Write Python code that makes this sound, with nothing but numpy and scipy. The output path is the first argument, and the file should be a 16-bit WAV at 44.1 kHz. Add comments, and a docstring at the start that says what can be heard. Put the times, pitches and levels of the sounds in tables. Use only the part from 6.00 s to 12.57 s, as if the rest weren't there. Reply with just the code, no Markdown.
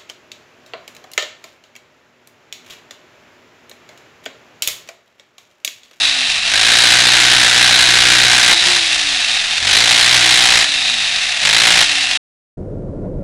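"""A loose chisel and gears rattle as the motor of a corded electric hammer winds down, close by.
Then the pointed chisel is driven into a stone block in four runs: the striker hits about 61 times
a second, the steel bounces and crushes grit, the housing shakes and a few flakes crack off.
Between runs the motor coasts and the rattle goes on. The blows overload the microphone.
Around it lies an open stone yard with a faint drone and a light breeze."""
import sys
import numpy as np
from scipy import signal
from scipy.fft import rfft, irfft, next_fast_len
from scipy.io import wavfile

SR = 44100
rng = np.random.default_rng(int(sys.argv[2]) if len(sys.argv) > 2 else 0)


def master(y):
    """Save y as 16-bit WAV."""
    cut = np.clip(np.atleast_2d(y).T, -1, 1)
    pcm = np.round(cut * 32767)  # scale
    wavfile.write(sys.argv[1], SR, pcm.astype(np.int16))


N = 289737
TIME = np.arange(N) / SR
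PADDED = next_fast_len(N + SR // 4)
BINS_HZ = np.maximum(np.arange(PADDED // 2 + 1) * SR / PADDED, 1)
WORKING_SPEED = 61   # blows per second
MIC_TOP_HZ, RELEASE_S = 10970, .025


def from_db(db):
    """Decibels to gain."""
    return 10 ** (np.asarray(db) / 20)


def rms_one(x):
    """Scale to unit rms."""
    return x / np.sqrt(np.mean(x ** 2) + 1e-20)


def drift(rate):
    """A random wander of unit rms, with `rate` new values a second."""
    knots = rng.standard_normal(int(N / SR * rate) + 2)
    return rms_one(np.interp(TIME * rate, np.arange(len(knots)), knots))


def gate(start, end, attack_s, release_s):
    """Rise, hold at 1, fall."""
    return np.clip(np.minimum((TIME - start) / attack_s, (end - TIME) / release_s), 0, 1)


def swells(rows):
    """A bell-shaped rise in dB for each row."""
    return sum(db * np.exp(-((TIME - s) / half_s) ** 2) for s, half_s, db in rows)


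def by_speed(speed, db_per_octave):
    """Gain of a part that gets louder with speed; 1 at working speed."""
    return from_db(db_per_octave * np.log2(speed / WORKING_SPEED))


def coloured(x, colour):
    """An EQ curve that runs in straight lines over log frequency."""
    hz, db = np.transpose(colour)
    gain = from_db(np.interp(np.log(BINS_HZ), np.log(hz), db))
    return irfft(rfft(x, PADDED) * gain, PADDED)[:N]


def ring(x, hz, width_hz):
    """One resonance with gain 1 at its peak."""
    r = np.exp(-np.pi * width_hz / SR)
    feedback = [1, -2 * r * np.cos(2 * np.pi * hz / SR), r * r]
    return signal.lfilter(np.array([1, 0, -1]) * (1 - r * r) / 2, feedback, x + 1e-18)


def clicks_at(times, sizes):
    """A train of single clicks."""
    return np.bincount(np.clip(np.round(times * SR).astype(int), 0, N - 1), sizes, N)


def crunch(clicks, decay_s):
    """Each click becomes a short dying burst of noise with the same energy."""
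    r = np.exp(-2 / (decay_s * SR))
    energy = signal.lfilter([1 - r], [1, -r], clicks ** 2 + 1e-18)
    return np.sqrt(energy) * rng.standard_normal(N)


def along_steel(x, lag_s):
    """Bending waves turn a click into a falling chirp: top first, two octaves lower lag_s later."""
    cycles = lag_s * (2 * np.sqrt(BINS_HZ * MIC_TOP_HZ) - BINS_HZ)
    return irfft(rfft(x, PADDED) * np.exp(-2j * np.pi * cycles), PADDED)[:N]


# Power to the motor. Each row: on and off in seconds, target speed in blows per second.
# In the second row the pressure eases and the motor races.
POWER_ON = [(.445, 2.529, 61.06), (2.529, 2.721, 67.63), (3.6006, 4.4776, 61.14), (5.3353, 5.768, 60.45)]

def crank_speed(first_speed=54.06, spin_up_s=.1489, coast_s=1.7555):
    """Blows per second: the motor runs up quickly under power and coasts down slowly without it."""
    speed = first_speed * np.exp(-TIME / coast_s)
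    for on, off, target in POWER_ON:
        powered_s = np.clip(TIME, on, off) - on
        driven = target + (np.interp(on, TIME, speed) - target) * np.exp(-powered_s / spin_up_s)
        coasting = np.exp(-np.maximum(TIME - off, 0) / coast_s)
        speed = np.where(TIME > on, driven * coasting, speed)
    return speed


# The bright, metallic EQ of the clatter. Each row: frequency in Hz, gain in dB.
RATTLE_EQ = [(60, -15.5), (200, -21), (470, -23), (570, -17), (720, -5.5), (950, -13.5), (1350, -9),
             (1850, -1), (2250, -1.5), (3300, 0.5), (4500, -1.5), (6000, -7), (8500, -13.5), (11000, -20)]
# Narrow rings that come and go as the chisel shifts in its holder.
# Each row: pitch in Hz, width in Hz, relative level in dB.
SHIFTING_RINGS = [(1804, 150, -17), (2513, 73, -12.5), (3620, 70, -10.5), (3860, 45, -10)]
# The low and the high ring of the loose chisel. Each row: pitch in Hz, width in Hz.
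LOOSE_RINGS = [(2700, 80), (3800, 280)]
# The chisel hangs loose. Each row: start and end in seconds, then trims in dB
# for the clatter, the low ring and the high ring before it fades.
IDLES = [(-.02, .52, -0.5, -24.5, -15), (2.546, 3.624, 0, -28.5, -21), (4.65, 5.42, -0.75, -26, -18.5),
         (5.842, 6.2, 0.5, -23, -26)]
# The chisel shifts and rings out, loose or pressed.
# Each row: centre in seconds, half length in seconds, boost in dB.
RING_SURGES = [(.85, 0.086, 5.5), (1.08, .05, 9.5), (1.77, .08, 9), (2.56, 0.046, 6.5), (3.12, .06, 6),
               (3.35, 0.089, 13), (4.42, 0.018, 7.5), (4.88, 0.094, 4.5), (5.79, .05, 5.5)]

def rattle(turns, speed, touches_per_turn=26, clatter_db=-15.5, shifting_db=-22.5, fade_db_per_s=17):
    """Gears and the loose chisel touch many times a turn, over the rush of the cooling fan."""
    touches = (rng.random(N) < touches_per_turn * speed / SR) * rng.choice([-1, 1], N)
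    clicks = touches * from_db(3 * np.clip(rng.standard_normal(N), -2, 2))
    fan = from_db(-1) * rng.standard_normal(N)
    contact = rms_one(along_steel(clicks, lag_s=.0009)) + fan
    # touches bunch up with the crank and by chance
    contact *= from_db(1.18 * np.sin(2 * np.pi * turns) + 1.09 * drift(110))
    # slower touches are softer and lose treble
    soft = signal.sosfiltfilt(signal.butter(2, 5500, fs=SR, output="sos"), contact)
    contact = soft + (contact - soft) * from_db(4 * np.log(speed / speed.mean()))
    out = from_db(clatter_db) * rms_one(coloured(contact, RATTLE_EQ))
    for hz, width, db in SHIFTING_RINGS:
        waver_db = 5 * np.minimum(drift(9), 1)
        out += from_db(shifting_db + db + waver_db) * rms_one(ring(contact, hz, width))
    out *= by_speed(speed, db_per_octave=1.5)
    # off the stone the chisel rings freely; its high ring fades through each pause
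    low, high = [rms_one(ring(contact, hz, width)) for hz, width in LOOSE_RINGS]
    for start, end, trim_db, low_db, high_db in IDLES:
        loose = gate(start, end, attack_s=.03, release_s=.03)
        fade_db = fade_db_per_s * np.maximum(TIME - start, 0)
        low_ring = from_db(low_db - 2) * low
        high_ring = from_db(high_db - 4 - fade_db + swells(RING_SURGES)) * high
        out = out * from_db(trim_db * loose) + loose * (low_ring + high_ring)
    return out


def rotor(turns, speed, gear_ratio=5.4, level_db=-38.5, loaded_db=-1.5):
    """The geared rotor sings above the crank, louder at speed and a little softer under load."""
    load = sum(gate(start, end, attack_s, RELEASE_S) for start, end, attack_s, *_ in RUNS)
    level = from_db(level_db + loaded_db * load - 3 * drift(16)) * by_speed(speed, db_per_octave=26.5)
    return np.sqrt(2) * level * np.sin(2 * np.pi * gear_ratio * turns)


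# A steady bed of tones in the yard. Each row: pitch in Hz, level in dB.
DRONE_TONES = [(172, -55), (441, -68)]

def drone():
    """Faint tones that hold their pitch and waver in level."""
    return np.sqrt(2) * sum(from_db(db - 3.5 * drift(8)) * np.sin(2 * np.pi * hz * TIME)
                            for hz, db in DRONE_TONES)


# The bass-heavy EQ of the breeze. Each row: frequency in Hz, gain in dB.
WIND_EQ = [(15, -6.5), (35, -4), (70, -12), (150, -28.5), (400, -34)]
# Gusts. Each row: centre in seconds, half length in seconds, boost in dB.
GUSTS = [(.9, .2, 4), (1.9, .25, 7.5), (3.1, .1, 10), (3.95, .25, 4)]

def wind(level_db=-48):
    """A light breeze rumbles on the microphone."""
    return from_db(level_db + swells(GUSTS)) * rms_one(coloured(rng.standard_normal(N), WIND_EQ))


# Hard metal accents in the rattle. Each row: start in seconds, relative level in dB.
CLANKS = [(0.019, -4), (0.08, 0), (0.252, -6), (0.359, -2.5), (0.481, -1.5), (2.922, 2), (3.316, -3),
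          (3.36, -6.5), (3.427, -5), (4.79, -11), (4.809, -3), (4.899, 2), (4.978, -7), (5.023, -4),
          (5.233, -5), (5.983, 2.5), (6.041, -4.5)]

def clanks(level_db=14.5):
    """Now and then the loose chisel knocks hard in its holder and rings."""
    starts, db = np.transpose(CLANKS)
    contact = crunch(clicks_at(starts, from_db(db + level_db)), decay_s=.0013)
    return coloured(contact, RATTLE_EQ) + sum(ring(contact, hz, width) for hz, width in LOOSE_RINGS)


# The chisel is pressed to the stone. Each row: start, end and attack in seconds, blow level in dB,
# stone knock trim in dB, hum trim in dB, hum build-up in seconds, third harmonic trim in dB.
RUNS = [(.49, 2.56, 0.047, -8.5, -20, -33.5, .45, -46), (2.585, 2.8, 0.032, -14, -17, -37, 0.12, -57),
        (3.555, 4.66, 0.15, -8.5, -19.5, -38, 0.071, -42.5),
        (5.415, 5.855, 0.046, -8.5, -16.5, -46.5, .05, -34.5)]
# One strike and its bounces. 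Each row: delay in seconds, relative level in dB, jitter in seconds.
CONTACTS = [(0, 2.5, .000015), (.0024, -3, .0002), (.0052, -1.5, .00004), (.0073, -6, .0001),
            (.0092, -5, .0002)]
# The hard EQ of steel on stone. Each row: frequency in Hz, gain in dB.
BLOW_EQ = [(60, -11.5), (200, -7), (450, -20.5), (720, -5), (1000, -12.5), (1300, -7.5), (1650, 0),
           (2600, 0.5), (3500, 1.5), (4400, -2.5), (5500, -4.5), (7500, -9.5), (10500, -17.5)]
# The housing rings under a blow. Each row: pitch in Hz, width in Hz, gain in dB.
HOUSING_RINGS = [(683, 33, -7), (1250, 49, -20), (2080, 93, -5.5)]
# The seated tip has its own ring in each run. Each row: pitch in Hz, width in Hz, relative level in dB.
TIP_RINGS = [(1615, 180, -14), (1810, 190, -18), (1890, 550, -25.5), (2120, 1000, -11)]
# The tip digs in: the block knocks louder and the whole blow lifts a little.
# Each row: centre in seconds, half length in seconds, knock boost in dB.
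BITES = [(2.33, 0.028, 6), (2.52, .04, 13.5), (2.69, .04, 5.5), (4.48, 0.073, 6), (5.8, .04, 6)]
STONE_RING, CHISEL_RING = (880, 340), (3936, 320)   # pitch and width in Hz

def blows(turns, speed, bounce_spread_db=2.2, seat_wander=.009, knock_db=-7.5, ring_db=-11.5):
    """One strike for each turn of the crank, harder at speed; the chisel bounces and crushes grit."""
    times = np.interp(np.arange(1, int(turns[-1])), turns, TIME)
    force_db = rng.standard_normal(len(times))
    clicks = np.zeros(N)
    for delay, db, jitter_s in CONTACTS:
        late, strong = rng.standard_normal((len(times), 2)).T
        seat = 1 + seat_wander * np.interp(times, TIME, drift(4))   # bounces shift as the tip digs in
        sizes = from_db(db + force_db + bounce_spread_db * strong * (delay > 0))
        clicks += clicks_at(times + delay * seat + jitter_s * late, sizes)
    # steel answers every blow alike and makes the buzz; grit is new each time and has little bass
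    steel = along_steel(clicks, lag_s=.0011)
    low_cut = signal.butter(1, 1100, "high", fs=SR, output="sos")
    grit = signal.sosfilt(low_cut, crunch(clicks, decay_s=.0028))
    contact = steel + from_db(1) * grit
    housing = sum(from_db(db) * ring(steel, hz, width) for hz, width, db in HOUSING_RINGS)
    body = from_db(-1.1) * rms_one(coloured(contact, BLOW_EQ) + housing)
    stone = from_db(knock_db + swells(BITES)) * rms_one(ring(contact, *STONE_RING))
    chisel = from_db(ring_db + swells(RING_SURGES)) * rms_one(ring(grit, *CHISEL_RING))
    out = np.zeros(N)
    for (start, end, attack_s, run_db, stone_db, *_), (hz, width, db) in zip(RUNS, TIP_RINGS):
        pressed = gate(start, end, attack_s, RELEASE_S)
        tip = from_db(db) * rms_one(ring(steel, hz, width))
        out += from_db(run_db) * pressed * (body + tip + from_db(stone_db) * stone + chisel)
    return out * by_speed(speed, db_per_octave=9.5) * from_db(.096 * swells(BITES))


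# Low housing tones and the steel's higher buzz. Each row: multiple of crank speed, relative level in dB.
CRANK_HARMONICS = [(1, -4.5), (2, 2.5), (4, -5), (5, -7), (6, 1.5), (8, -2), (9, 1), (12, -6), (15, -3),
                   (21, -2), (24, 3.5), (25, 0.5), (27, 3), (29, 2)]
# The machine is leant on and thumps harder.
# Each row: centre in seconds, half length in seconds, boost in dB.
LEANS = [(2.27, 0.071, 4), (3.67, 0.063, 5.5), (4.16, .06, 5)]

def crank_hum(turns, speed, idle_db=-60, idle_third_db=-61, ease_s=.311):
    """Tones locked to the crank: a low housing thump and hum, plus the higher buzz of the steel blows."""
    hum_level, third_level = from_db(idle_db), from_db(idle_third_db)
    for start, end, attack_s, _, _, hum_db, build_s, third_db in RUNS:
        hum_level += from_db(hum_db - 5) * gate(start, end, build_s, ease_s)
        third_level += from_db(third_db - 2) * gate(start, end, attack_s, RELEASE_S)
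    angle = 2 * np.pi * turns
    # leaning raises the two lowest harmonics; the buzz above them needs speed
    thump, buzz = from_db(swells(LEANS)), by_speed(speed, db_per_octave=20)
    tones = sum(from_db(db) * (thump if multiple <= 2 else buzz) * np.sin(multiple * angle)
                for multiple, db in CRANK_HARMONICS)
    waver = from_db(1.3 * drift(14))
    return np.sqrt(2) * (hum_level * waver * tones + third_level * np.sin(3 * angle))


# Sharp cracks of stone. Each row: start in seconds, relative level in dB.
CHIPS = [(2.461, -6), (2.484, 2.5), (5.452, -1.5), (5.775, 0.5), (5.813, 4.5)]

def chips(level_db=20):
    """A flake cracks off with a bright snap and a knock from the block."""
    starts, db = np.transpose(CHIPS)
    crack = crunch(clicks_at(starts, from_db(db + level_db)), decay_s=.0025)
    snap = from_db(7) * ring(crack, hz=3200, width_hz=250)
    return coloured(crack, BLOW_EQ) + ring(crack, *STONE_RING) + snap


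def yard(x, wet_db=-14, t60_s=.2, predelay_s=.0055):
    """Ground and stacked blocks scatter a short, thin tail."""
    t = TIME[:SR // 4]
    tail = rng.standard_normal(len(t)) * from_db(-60 * t / t60_s) * (t > predelay_s)
    return x + from_db(wet_db) * signal.fftconvolve(x, tail / np.linalg.norm(tail))[:N]


def scene():
    """One crank times the blows, rattle and hum; drone and breeze lie underneath, all in mono."""
    speed = crank_speed()
    turns = .453 + np.cumsum(speed) / SR   # the crank starts partway through a turn
    impacts = yard(blows(turns, speed) + chips() + rattle(turns, speed) + clanks())
    hum = crank_hum(turns, speed) + rotor(turns, speed)
    return (impacts + hum + drone() + wind())[None]


# A treble cut after the overload that softens its fizz. Each row: frequency in Hz, gain in dB.
OVERLOAD_TREBLE_CUT = [(9500, -1), (11000, -3), (12200, -12), (15500, -13.5)]

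def record(dry, ceiling=.71, end_s=6.175, cutoff_hz=15900):
    """The top treble is cut and the blows overload the microphone; the sound stops abruptly."""
    dulled = signal.sosfilt(signal.butter(18, MIC_TOP_HZ, fs=SR, output="sos"), dry[0])
    overloaded = coloured(np.clip(dulled, -ceiling, ceiling), OVERLOAD_TREBLE_CUT)
    fade_out = np.clip((end_s - TIME) / .004, 0, 1)
    high_cut = signal.ellip(8, .05, 60, cutoff_hz, fs=SR, output="sos")
    return signal.sosfiltfilt(high_cut, overloaded * fade_out)[None]


dry = scene()
out = record(dry)
master(out)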